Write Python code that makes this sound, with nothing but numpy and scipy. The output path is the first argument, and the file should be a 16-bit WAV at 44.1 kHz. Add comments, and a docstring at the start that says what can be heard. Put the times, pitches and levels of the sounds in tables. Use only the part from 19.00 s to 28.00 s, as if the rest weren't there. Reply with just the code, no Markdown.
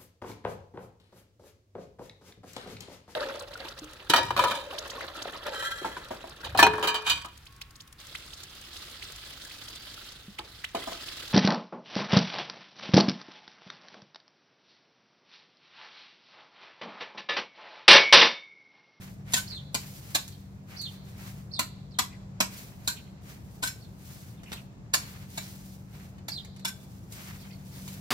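"""Hand shears snip grass and plants on a walled terrace, a few metres from a stereo microphone.
Each cut is a crunch of breaking stalks and a clack of steel; now and then the blades scrape and sing.
Between cuts the hands rustle through leaves and snap single stalks. Further off, small birds chirp
among the houses, over the hum of a cooling unit and the low rumble of the distant town."""
import sys
import numpy as np
from scipy import signal
from scipy.fft import rfft, irfft
from scipy.io import wavfile
from scipy.ndimage import uniform_filter1d

SR = 44100
rng = np.random.default_rng(int(sys.argv[2]) if len(sys.argv) > 2 else 0)


def store_wav(level_fs):
    """Save 16-bit WAV to argv[1]."""
    pcm = np.round(np.clip(np.atleast_2d(level_fs), -1, 1) * 32767)
    wavfile.write(sys.argv[1], SR, pcm.T.astype(np.int16))


N = 396900
TIME = np.arange(N) / SR
LEFT_LAG_SAMPLES = 9  # direct sound reaches the right side of the microphone first


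def undb(db):
    """Decibels to gain."""
    return 10 ** (np.asarray(db) / 20)


def unit(x):
    """Scale to an rms of one."""
    return x / np.sqrt(np.mean(x ** 2) + 1e-20)


def fade(t, t60):
    """Exponential decay that loses 60 dB in t60 seconds."""
    return np.exp(-np.log(1000) * t / t60)


def add(track, start_s, sound):
    """Mix a sound into a track."""
    i = max(int(start_s * SR), 0)
    track[..., i:i + sound.shape[-1]] += sound[..., :N - i]


def colour(x, points):
    """Shape a sound by a spectrum of (frequency_hz, gain_db) points."""
    hz, db = np.transpose(points)
    bins_hz = np.maximum(np.fft.rfftfreq(x.shape[-1], 1 / SR), 1)
    gain = undb(np.interp(np.log(bins_hz), np.log(hz), db))
    return irfft(rfft(x) * gain, x.shape[-1])


def band(x, low_hz, high_hz):
    """Band-pass filter."""
    return signal.sosfilt(signal.butter(3, [low_hz, high_hz], "band", fs=SR, output="sos"), x)


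def resonance(x, hz, width_hz):
    """One resonant band, with a gain of one at its centre."""
    return signal.lfilter(*signal.iirpeak(hz, hz / width_hz, fs=SR), x)


def walk(rate_hz, size=N):
    """Smooth random wandering with a spread near one."""
    hold = int(SR / rate_hz)
    steps = np.repeat(rng.standard_normal(size // hold + 1), hold)
    return unit(uniform_filter1d(uniform_filter1d(steps, hold), hold)[:size])


def crackle(size, per_s, spread_db):
    """Tiny clicks at random moments, a few of them much larger than the rest."""
    place, sign, strength = rng.random((3, size), dtype=np.float32)
    hit, out = place < per_s / SR, np.zeros(size)
    click_db = spread_db * np.minimum(-np.log(1 - strength[hit]), 4)
    out[hit] = (sign[hit] - .5) * undb(click_db)
    return unit(out)


def space(x, early_db, early_s, near_db, near_t60, far_db, far_t60):
    """Direct sound, a cluster off floor and nearest wall, echoes between walls, then a duller tail."""
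    t = TIME[:SR]
    early = rng.standard_normal((2, SR)) * np.clip((early_s - t) / 0.0046, 0, 1)
    near = rng.standard_normal((2, SR)) * fade(t, near_t60)
    tail_spectrum = [(300, -3.5), (1500, -5.5), (4200, -2.0), (7000, -8.0), (16000, -10.0)]
    far = colour(rng.standard_normal((2, SR)), tail_spectrum)
    far *= fade(t, far_t60) * np.minimum(t / 0.018, 1)
    response = undb(early_db) * unit(early) + undb(near_db) * unit(near) + undb(far_db) * unit(far)
    response /= np.sqrt(SR)
    response[0, LEFT_LAG_SAMPLES] += 1
    response[1, 0] += 1
    return signal.fftconvolve(x[None], unit(response) / np.sqrt(SR), axes=1)[:, :N]


def terrace(x):
    """The walls around the hands; each call draws a new pattern of reflections."""
    return space(x, early_db=-2.0, early_s=0.013, near_db=-1, near_t60=0.2, far_db=-21.0, far_t60=0.74)


# Tones of the cooling unit: pitch_hz, level_db
HUM_TONES = [(97, -59), (112, -55.5), (144, -54.5), (191.3, -52)]
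# Contour of their shared swell, taken about its mean and scaled by swell_depth: time_s, level_db
HUM_SWELL = [(0.0, -43), (0.22, -42), (2.96, -43), (3.81, -54), (5.24, -49), (6.54, -45.5), (7.6, -49),
             (9.0, -42.5)]


def cooling_unit(waver_db=2.5, drift_hz=.6, swell_depth=0.76):
    """Compressor and fan tones, centred; each wavers a little while all swell together."""
    tones = np.zeros(N)
    for hz, db in HUM_TONES:
        gain = undb(db + waver_db * walk(7.1))
        phase = 2 * np.pi * np.cumsum(hz + drift_hz * walk(5)) / SR
        tones += gain * np.sin(phase)
    time_s, level_db = np.transpose(HUM_SWELL)
    swell_db = swell_depth * np.interp(TIME, time_s, level_db - level_db.mean())
    return np.sqrt(2) * tones * undb(swell_db)


# Spectrum of the town from the terrace: frequency_hz, gain_db
TOWN_SPECTRUM = [(20, -36), (30, -30), (45, -5.5), (75, -2), (130, 0.5), (200, -5.5), (255, -12),
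                 (480, -20.5), (700, -22.5), (1450, -34), (3200, -45), (4200, -44.5), (7500, -44.5),
                 (9000, -62), (16000, -65.5)]


def town(level_db=-47.5):
    """A distant, steady rumble with a thin hiss; the bass is centred, the treble wide."""
    mid, side = colour(rng.standard_normal((2, N)), TOWN_SPECTRUM)
    side = colour(side, [(35, -22.5), (70, -18), (150, -8.5), (300, -11.5), (700, -1.0), (2000, 2.5)])
    stereo = np.array([mid + side, mid - side]) / np.std(mid)
    return stereo * undb(level_db + .5 * walk(2.98))


def hand_stroke(swell_s, settle_s, fall_db=22, ease=1.28, roundness=1.32):
    """Envelope of one stroke of the hand: the leaves are pushed aside, then settle."""
    t = TIME[:SR]
    push = np.sin(np.pi / 2 * np.minimum(t / swell_s, 1)) ** ease
    settling = np.maximum(t - swell_s, 0) / settle_s
    return push * undb(-fall_db * settling ** roundness)


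def bush_clicks(per_s, spectrum, spread_db=2.6, direct_db=-4):
    """Clicks all over a bush: some come straight to the microphone, the rest by separate paths."""
    straight, left, right = (crackle(N, per_s, spread_db) for _ in range(3))
    direct = np.array([np.roll(straight, LEFT_LAG_SAMPLES), straight])
    return unit(colour(undb(direct_db) * direct + [left, right], spectrum))


# Spectra of crisp leaves and of soft brushing: frequency_hz, gain_db
LEAF_SPECTRUM = [(300, -31), (1000, -22), (2500, -3), (4500, -0.5), (7000, 0.5), (10000, -4), (13000, 1),
                 (16000, -4.5)]
BRUSH_SPECTRUM = [(250, -4.5), (600, -1.5), (1200, 0.5), (2200, 2.5), (3500, -5), (7000, -13), (12000, -41)]
# Hands moving through the plants, levels relative: start_s, swell_s, settle_s, crisp_db, soft_db
HAND_STROKES = [(0.0, 0.02, 0.18, -51, -51.5), (0.24, 0.14, 0.25, -49.5, -45),
                (0.72, 0.079, 0.72, -50, -54), (0.94, 0.22, .27, -51.5, -60),
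                (1.659, 0.057, 0.48, -57, -51), (1.86, .07, 0.071, -55.5, -57),
                (2.03, .07, 0.089, -58.5, -55.5), (2.12, 0.14, 0.24, -51, -52),
                (3.46, 0.13, 0.22, -47.5, -49), (3.76, 0.17, 0.19, -55, -58), (4.2, 0.12, 0.18, -55, -55),
                (4.42, 0.11, 0.23, -60.5, -77), (4.66, .1, 0.38, -60.5, -72),
                (4.93, 0.23, 0.32, -52.5, -56.5), (5.42, 0.13, 0.17, -57, -55),
                (5.98, 0.062, 0.42, -52, -50), (6.26, 0.16, 0.48, -48, -55.5),
                (6.63, 0.11, 0.075, -55.5, -68), (6.86, 0.17, 0.16, -58, -55), (7.28, .06, 0.22, -61, -60),
                (7.68, 0.15, .17, -59.5, -70), (7.86, 0.056, 0.51, -62, -80),
                (8.09, 0.061, 0.6, -48.5, -53.5), (8.11, 0.18, 0.29, -68, -51),
                (8.58, 0.37, 0.14, -48.5, -54.5)]


def foliage(leaf_db=1.0, brush_db=-1.5):
    """Leaves slide and tick against each other; stems brush over hands and sleeves."""
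    power = np.zeros((2, N))
    for start_s, swell_s, settle_s, crisp_db, soft_db in HAND_STROKES:
        add(power, start_s, np.outer(undb([crisp_db, soft_db]), hand_stroke(swell_s, settle_s)) ** 2)
    stir = undb([[-79.5], [-70]])  # the plants never come quite to rest
    crisp, soft = np.sqrt(power + stir ** 2)
    leaves = bush_clicks(9000, LEAF_SPECTRUM) * crisp * undb(leaf_db + 1.3 * walk(60))
    brush = bush_clicks(5000, BRUSH_SPECTRUM) * soft * undb(brush_db + 2.3 * walk(40))
    return leaves + brush


# Modes of the steel blades: pitch_hz, relative_db, t60_s
BLADE_MODES = [(1020, 2.5, 0.034), (1513, -4, 0.085), (2300, -2.5, 0.092), (3150, -13.5, 0.071),
               (3500, -13, 0.053), (4076, -4.5, .07), (4400, -6, .05), (5370, -8, .06), (5600, -9.5, .08),
               (5420, -4.5, 0.17), (6700, -6, 0.07), (6970, 8, 0.037), (7560, -1.5, 0.1),
               (11000, -8.5, .07), (11650, -2, .07)]


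def blade_ring(size, spread_db=2, detune=0.0057):
    """The steel rings in its modes; grip and contact point weight them anew at each stroke."""
    t, ring = TIME[:size], np.zeros(size)
    for hz, db, t60 in BLADE_MODES:
        weight, shift = rng.standard_normal(2)
        mode = np.sin(2 * np.pi * hz * (1 + detune * shift) * t)
        ring += undb(db + spread_db * weight) * mode * fade(t, t60)
    return ring


# Blade dragging on blade: start_s, length_s, rasp_db, squeal_db
BLADE_SCRAPES = [(0.32, 0.01, -37, -64.5), (0.352, 0.016, -36, -55), (0.361, 0.028, -27, -34.5),
                 (3.887, 0.023, -42, -36), (4.634, 0.038, -35.5, -34), (4.668, 0.016, -30, -37),
                 (7.671, 0.024, -36.5, -40.5)]


def blade_scrapes(ring_db=-6, squeal_hz=1538):
    """Edge slides along edge: a rasp through the steel, and stick-slip that sings at one pitch."""
    out, t = np.zeros((2, N)), TIME[:SR // 4]
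    for start_s, length_s, rasp_db, squeal_db in BLADE_SCRAPES:
        press = np.sqrt(np.maximum(np.sin(np.pi * np.minimum(t / length_s, 1)), 0))
        slips = crackle(len(t), per_s=5400, spread_db=1.6) * press
        ring = signal.fftconvolve(slips, blade_ring(len(t)))[:len(t)]
        rasp = unit(band(slips, 1300, 13000)) + undb(ring_db) * unit(ring)
        rasp *= np.sqrt(np.mean(press ** 2))
        phase = 2 * np.pi * np.cumsum(squeal_hz * (1 + 0.022 * walk(110, len(t)))) / SR
        squeal = press * np.sqrt(2) * np.sin(phase)
        add(out, start_s, terrace(undb(rasp_db) * rasp + undb(squeal_db) * squeal))
    return out


# Spectrum of breaking stalks: frequency_hz, gain_db
STALK_SPECTRUM = [(200, -11), (330, -7), (490, -11.5), (660, -2), (800, -7.5), (1040, -2), (1220, -8.5),
                  (1600, -2.5), (2400, -2.5), (3200, -5.5), (4200, -2.5), (5200, -6.5), (7400, -3),
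                  (9500, -13), (13000, -9.5), (15700, -21.5)]
# Borders of a cut's knock, clack, crunch and fizz bands: edge_hz
BAND_EDGES = [120, 1300, 3200, 8000, 16000]
# Snips a few metres away, levels relative:
# start_s, level_db, stalk_db, knock_hz, clink_hz, bite_s, ring_db
SNIPS = [(0.336, -24.5, -13.5, 694, 7000, 0.0086, -10), (0.745, -30.5, -9, 1140, 4780, 0.0053, -6.5),
         (1.15, -26, -9.5, 1095, 4280, 0.011, -10), (2.592, -28.5, -5, 1081, 4200, 0.0048, -18),
         (2.988, -26, -6.5, 1096, 5300, 0.0046, -15), (3.404, -25.5, -4, 1000, 5450, 0.005, -12),
         (3.876, -27.5, -17.5, 1600, 4120, 0.0091, -11.5), (4.629, -32, -10.5, 1490, 7700, 0.015, -7.5),
         (5.528, -43, -6.5, 990, 4160, 0.0059, -14), (5.938, -23, -12, 1010, 4400, 0.01, -8.5),
         (6.376, -38.5, -4.5, 710, 4100, 0.0097, -6), (7.283, -39.5, -7.5, 820, 4360, 0.0066, -12),
         (7.649, -33.5, -11, 1440, 3420, 0.0066, -4)]


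def shear_cuts(gain_db=-8, release_t60=0.0057, thud_db=-10.0, knock_db=2, clink_db=3, fizz_db=-5):
    """The edges bite, stalks fracture in a quick run, and the blades meet with a ring."""
    out, lead = np.zeros((2, N)), SR // 100
    t = TIME[:SR // 4] - lead / SR
    for start_s, level_db, stalk_db, knock_hz, clink_hz, bite_s, ring_db in SNIPS:
        closing_s = 0.0046 + 0.3 * bite_s  # a slow bite also closes slowly
        squeeze = fade(np.maximum(-t, 0), bite_s) * fade(np.maximum(t - closing_s, 0), release_t60)
        force = crackle(len(t), per_s=11000, spread_db=3.7) * squeeze
        crunch = colour(force, STALK_SPECTRUM)
        # where the stalks sit in the jaws decides which damped resonances answer most
        knock = undb(knock_db) * resonance(crunch, knock_hz, width_hz=120)
        clink = undb(clink_db) * resonance(crunch, clink_hz, width_hz=290)
        crunch = crunch + knock + clink
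        # thick stalks knock low, fine grass fizzes high
        bands = zip((stalk_db, 0.44 * stalk_db, 0, fizz_db), BAND_EDGES, BAND_EDGES[1:])
        cut = sum(undb(db) * unit(band(crunch, low, high)) for db, low, high in bands)
        thud = undb(stalk_db + thud_db) * unit(band(force, 184, 336))
        steel = np.pad(blade_ring(len(t) - lead), (lead, 0))
        ring = undb(ring_db) * np.std(cut) * unit(steel)
        add(out, start_s + t[0], terrace(undb(level_db + gain_db) * (cut + thud + ring)))
    return out


def bird_note(hz, db, warble, flutter_db=3.0, octave_db=-23):
    """A whistle on a pitch contour; a fast irregular warble and flutter make it hoarse."""
    size = len(hz)
    phase = 2 * np.pi * np.cumsum(hz * (1 + warble * walk(500, size))) / SR
    tone = np.sin(phase) + undb(octave_db) * np.sin(2 * phase)
    flutter = undb(flutter_db * walk(400, size))
    return undb(db) * signal.windows.tukey(size, .15) * unit(tone * flutter)


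# Chirps among the houses: start_s, level_db, length_s
BIRD_CHIRPS = [(0.462, -39.5, .135), (1.756, -38, .13), (2.506, -39, 0.098), (2.902, -56, 0.06),
               (4.805, -57.5, 0.057), (7.284, -38.5, 0.12), (7.547, -63, 0.12)]
# Course of one chirp: share_of_length, pitch_hz, gain_db
CHIRP_CONTOUR = [(0, 3700, -23), (.1, 4500, -6), (.19, 5700, -8.5), (.25, 5110, -15), (.28, 4600, -0.5),
                 (.4, 4450, 0), (.5, 3994, -5.5), (.64, 4105, 1), (.82, 3454, -1), (1, 2800, -19)]
# Softer, lower twitters: start_s, level_db, length_s, pitch_hz
BIRD_TWITTERS = [(1.316, -62, .043, 3600), (3.101, -58.5, 0.048, 2090), (3.961, -51, 0.025, 2910),
                 (4.058, -64, 0.02, 2850), (5.368, -65, 0.038, 3090), (5.454, -54.5, 0.038, 2520),
                 (5.556, -50, 0.027, 3130), (6.418, -57, .035, 4750), (8.378, -60, 0.072, 4230),
                 (8.496, -57.5, 0.032, 2450), (8.501, -59.5, 0.04, 4610), (8.729, -59, 0.033, 4320)]


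def birds(wall_s=.021, wall_db=-5):
    """Chirps flick up and slide down; twitters are short, husky and falling; a house wall doubles them."""
    out = np.zeros(N)
    share, pitch_hz, gain_db = np.transpose(CHIRP_CONTOUR)
    for start_s, db, length_s in BIRD_CHIRPS:
        progress = np.linspace(0, 1, int(length_s * SR))
        glide_hz = np.interp(progress, share, pitch_hz)
        add(out, start_s, bird_note(glide_hz, db + np.interp(progress, share, gain_db), warble=.045))
    for start_s, db, length_s, hz in BIRD_TWITTERS:
        glide_hz = hz * np.linspace(1.06, .94, int(length_s * SR))
        add(out, start_s, bird_note(glide_hz, db, warble=0.14))
    out += undb(wall_db) * np.interp(TIME - wall_s, TIME, out, left=0)
    return space(out, early_db=10, early_s=0.011, near_db=3.5, near_t60=0.089, far_db=-7, far_t60=0.91)


# Stalks breaking in the hand: start_s, relative_db, tilt_db_per_octave
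STALK_SNAPS = [(1.279, -39.5, 3), (1.8144, -38.5, 4.5), (5.4327, -38.5, -2), (5.518, -30.5, -3.5),
               (7.1824, -48, -5), (7.447, -41.5, -1), (7.563, -41.5, -2), (7.595, -46, -1),
               (8.1222, -41.5, 5), (8.8779, -33.5, 1)]


def stalk_snaps(gain_db=7.5, t60=0.03, pivot_hz=3000):
    """Single stalks snap with a short crackle as they are gathered; thin dry ones are brighter."""
    out, t = np.zeros(N), TIME[:SR // 10]
    for start_s, db, tilt in STALK_SNAPS:
        snap = crackle(len(t), per_s=6000, spread_db=2.1) * fade(t, t60)
        spectrum = [(hz, level + tilt * np.log2(hz / pivot_hz)) for hz, level in STALK_SPECTRUM]
        add(out, start_s, undb(db + gain_db) * colour(snap, spectrum))
    return terrace(out)


def scene():
    """Shears and leaves a few metres off by the wall, birds further away, hum and town behind."""
    return shear_cuts() + blade_scrapes() + stalk_snaps() + foliage() + birds() + cooling_unit() + town()


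def record(dry, top_hz=15750):
    """The two sides of the microphone each colour the sound their own way; the highest treble is cut."""
    # left minus right: frequency_hz, balance_db
    balance = np.array([(35, -4.0), (65, 3.0), (300, -0.5), (700, 3.0), (1300, 0.0),
                        (2400, 1.5), (4400, -3.5), (8000, 1), (14000, 1.5)])
    left = colour(dry[0], balance * [1, .5])
    right = colour(dry[1], balance * [1, -.5])
    lowpass = signal.ellip(10, .2, 80, top_hz, fs=SR, output="sos")
    return signal.sosfilt(lowpass, np.array([left, right]))


dry = scene()
out = record(dry)
store_wav(out)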